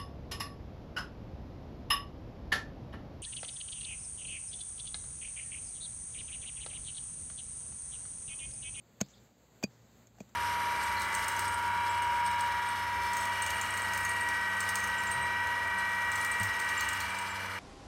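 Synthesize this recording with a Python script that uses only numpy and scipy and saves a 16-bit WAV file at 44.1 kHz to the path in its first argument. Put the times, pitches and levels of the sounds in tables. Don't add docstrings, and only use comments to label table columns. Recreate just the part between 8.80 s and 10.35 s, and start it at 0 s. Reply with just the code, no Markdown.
import sys
import numpy as np
from scipy import signal
from scipy.fft import rfft, irfft, next_fast_len
from scipy.io import wavfile
from scipy.ndimage import map_coordinates

SR = 44100
rng = np.random.default_rng(int(sys.argv[2]) if len(sys.argv) > 2 else 0)


def log_audio(samples):
    frames = np.atleast_2d(samples).T
    limited = np.clip(frames, -1, 1)
    pcm = np.round(limited * 32767).astype(np.int16)
    wavfile.write(sys.argv[1], SR, pcm)


N = 68355
T = np.arange(N) / SR


def amp(db):
    return 10 ** (np.asarray(db) / 20)


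def unit(x):
    return x / np.sqrt(np.mean(x ** 2) + 1e-20)


def gains(points, hz):
    point_hz, point_db = np.transpose(points)
    return amp(np.interp(np.log(hz + 1), np.log(point_hz + 1), point_db))


def filtered(x, response):
    size = next_fast_len(N + SR // 2)
    spectrum = rfft(x, size) * response(np.fft.rfftfreq(size, 1 / SR))
    return irfft(spectrum, size)[:N]


def low_cut(x, hz, order):
    return signal.sosfilt(signal.butter(order, hz, "high", fs=SR, output="sos"), x)


def noise(spectrum):
    return unit(filtered(rng.standard_normal(N), lambda hz: gains(spectrum, hz)))


def wobble(rate):
    knots = rng.standard_normal(int(N * rate / SR) + 4)
    return unit(map_coordinates(knots, [T * rate]))


def narrow(hz, width_hz):
    phase = 2 * np.pi * np.cumsum(hz * np.ones(N)) / SR
    in_phase = wobble(2 * width_hz) * np.cos(phase)
    quadrature = wobble(2 * width_hz) * np.sin(phase)
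    return unit(in_phase + quadrature)


def fade(t, t60):
    return (t >= 0) * np.exp(-np.log(1000) * np.abs(t) / t60)


RING_ROUGH_RATE = 500


def ring(modes, start_s, rise_s, rough_rad=0):
    t = np.maximum(T - start_s, 0)
    total = np.zeros(N)
    for pitch_hz, level_db, t60_s in modes:
        phase = 2 * np.pi * pitch_hz * t + rough_rad * wobble(RING_ROUGH_RATE)
        total += amp(level_db) * fade(t, t60_s) * np.sin(phase)
    return -(1 - np.exp(-t / rise_s)) * total


def clack(modes, start_s, rise_s):
    return sum(-(-1) ** k * ring([mode], start_s, rise_s) for k, mode in enumerate(modes))


# start_s, level_db
BITES = [(0.2054, -39.5), (0.8279, -38.5), (1.385, -56), (1.4035, -54)]
# pitch_hz, level_db (relative)
BITE = [(120, -22), (300, -8.5), (750, 4), (1300, -16), (2400, -7.5), (3200, -21), (5000, -18),
        (6600, -12.5), (9000, -25), (14000, -22)]
BITE_T60 = 0.031


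def bites():
    return noise(BITE) * sum(amp(level_db) * fade(T - start_s, BITE_T60) for start_s, level_db in BITES)


# start_s, crunch_db, snap_db, thump_db, knock_db, steel_db,
# steel_lead_s, freedom (no unit; 1 = the blade rings freely)
CHOPS = [(.2134, -25.5, -14, -13.5, -29, -40, .005, 0.55),
         (0.8393, -31, -24.5, -15.5, -28.5, -25, .005, 0.93),
         (1.406, -48.5, -59, -27, -36, -39, 0.0027, 0.44)]
# pitch_hz, level_db (relative)
CRUNCH = [(100, -2), (400, 4.5), (800, -0.5), (1250, -5), (1550, -2.5), (2200, -8), (2600, 2.5),
          (2850, -16), (3300, -3), (3700, -16), (4600, -4.5), (5050, -17), (5400, -6.5), (5800, -12),
          (6500, -9), (7300, -7), (8200, -4.5), (14000, -18)]
CRUNCH_RISE_T60, CRUNCH_T60 = 0.014, 0.015
SPLINTER_DB, SPLINTER_T60 = -19, 0.056


def crunch():
    level = np.zeros(N)
    for start_s, crunch_db, *_ in CHOPS:
        t = T - start_s
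        swell = fade(-t, CRUNCH_RISE_T60) * (t < 0)
        splinter = amp(SPLINTER_DB) * fade(t, SPLINTER_T60)
        level += amp(crunch_db) * (swell + fade(t, CRUNCH_T60) + splinter)
    return level * noise(CRUNCH)


# pitch_hz, level_db (relative), t60_s
SNAP = [(5410, -9, 0.011), (6456, -0.5, 0.006), (7100, -3, 0.0041), (13400, -15, 0.0048)]
SNAP_LEAD_S, SNAP_RISE_S = 0.000616, 0.0007


def snap():
    out = np.zeros(N)
    for start_s, _, snap_db, *_ in CHOPS:
        out += amp(snap_db) * clack(SNAP, start_s - SNAP_LEAD_S, SNAP_RISE_S)
    return out


def fibres():
    grain = unit(amp(2.0 * wobble(1500)))
    return grain * (bites() + crunch()) + snap()


# pitch_hz, level_db (relative), t60_s
THUMP = [(212.4, -0.5, 0.028), (196.8, -20.5, 0.098), (136.3, -27, 0.16)]
# pitch_hz, level_db (relative), t60_s
KNOCK = [(390, -3, .026), (520, -3, 0.018), (631, 0.5, 0.025)]
THUMP_RISE_S, KNOCK_RISE_S, KNOCK_LEAD_S = 0.0028, 0.00071, 0.001


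def branch():
    out = np.zeros(N)
    for start_s, _, _, thump_db, knock_db, *_ in CHOPS:
        out += amp(thump_db) * ring(THUMP, start_s, THUMP_RISE_S)
        out += amp(knock_db) * clack(KNOCK, start_s - KNOCK_LEAD_S, KNOCK_RISE_S)
    return out


# pitch_hz, level_db (relative), t60_s
STEEL = [(2260, -20, 0.024), (2461, 1.5, 0.047), (2630, -17, 0.0396), (4700, -0.5, 0.055),
         (6450, -16.5, 0.052)]
STEEL_RISE_S = 0.0029
STEEL_ROUGH_RAD = 0.22
DULL_DB = 29


def blade():
    out = np.zeros(N)
    lowest_hz = STEEL[0][0]
    for start_s, _, _, _, _, steel_db, steel_lead_s, freedom in CHOPS:
        gripped = []
        for pitch_hz, level_db, t60_s in STEEL:
            loss_db = DULL_DB * (1 - freedom) * np.log2(pitch_hz / lowest_hz)
            gripped.append((pitch_hz, level_db - loss_db, t60_s * freedom))
        out += amp(steel_db) * ring(gripped, start_s - steel_lead_s, STEEL_RISE_S, STEEL_ROUGH_RAD)
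    return out


# pitch_hz, level_db (relative)
ECHO = [(150, -4.5), (600, 5), (1200, -4), (2000, -1.5), (3000, -9), (4500, -6), (6000, -9), (12000, -39)]
ECHO_DB, ECHO_DELAY_S, ECHO_T60 = -32, 0.06, 1.65


def echo(blows):
    tail = fade(T - ECHO_DELAY_S, ECHO_T60) ** 2
    energy = np.abs(signal.fftconvolve(blows ** 2, tail / tail.sum())[:N])
    return amp(ECHO_DB) * np.sqrt(energy) * noise(ECHO)


# start_s, length_s, start_hz, end_hz, width_hz, level_db
SWISHES = [(.222, .07, 3900, 4800, 900, -66), (.334, .022, 3520, 3420, 260, -62.5),
           (.347, .06, 4300, 4000, 900, -66.5), (.29, .09, 5900, 10000, 1400, -70),
           (.23, .24, 4000, 4200, 1300, -74)]
SWISH_FLUTTER_DB = 2


def swishes():
    out = np.zeros(N)
    for start_s, length_s, start_hz, end_hz, width_hz, level_db in SWISHES:
        progress = np.clip((T - start_s) / length_s, 0, 1)
        swell = np.sin(np.pi * np.sqrt(progress))
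        flutter = amp(level_db + SWISH_FLUTTER_DB * wobble(200))
        out += flutter * swell * narrow(start_hz + (end_hz - start_hz) * progress, width_hz)
    return out


# start_s, level_db
TICKS = [(.262, -61.5), (0.286, -62), (1.271, -58), (1.413, -58), (1.428, -67), (1.4917, -61.5)]
# pitch_hz, level_db (relative)
TICK = [(300, 4), (2000, -2), (4000, -3), (7000, 0.5), (14000, -8)]
TICK_T60 = 0.03


def ticks():
    return noise(TICK) * sum(amp(level_db) * fade(T - start_s, TICK_T60) for start_s, level_db in TICKS)


# pitch_hz, level_db
HUM = [(59, -74), (116, -70), (204, -80.5)]
HUM_WIDTH_HZ = 2.5


def hum():
    return sum(amp(level_db) * narrow(pitch_hz, HUM_WIDTH_HZ) for pitch_hz, level_db in HUM)


# (relative, per Hz)
AIR = [(25, -18), (42, -15), (60, -3), (120, 1), (220, 3), (320, -4.5), (500, -4), (1000, -11.5),
       (2000, -16.5), (3200, -20.5), (4600, -18.5), (5500, -32), (7400, -20), (9000, -18.5), (12500, -24),
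       (15500, -23.5)]
AIR_DB, AIR_DRIFT_DB = -63.5, 1.42


def air():
    return amp(AIR_DB + AIR_DRIFT_DB * wobble(13)) * noise(AIR)


RADIATE_HZ = 84


def scene():
    blows = low_cut(fibres() + branch() + blade(), RADIATE_HZ, order=2)
    twigs = swishes() + ticks()
    return (blows + echo(blows) + twigs + hum() + air())[None]


# pitch_hz, level_db
MICROPHONE = [(5000, -0.5), (5800, 0), (6500, 8), (7500, 4.5), (8300, -10.5), (9200, -21.5), (11200, -18),
              (12100, -4), (14000, -0.5), (15400, -6.5)]
LOW_CUT_HZ, TOP_HZ = 48, 15750


def record(dry):
    return filtered(low_cut(dry[0], LOW_CUT_HZ, order=6),
                    lambda hz: gains(MICROPHONE, hz) * (hz < TOP_HZ))[None]


dry = scene()
out = record(dry)
log_audio(out)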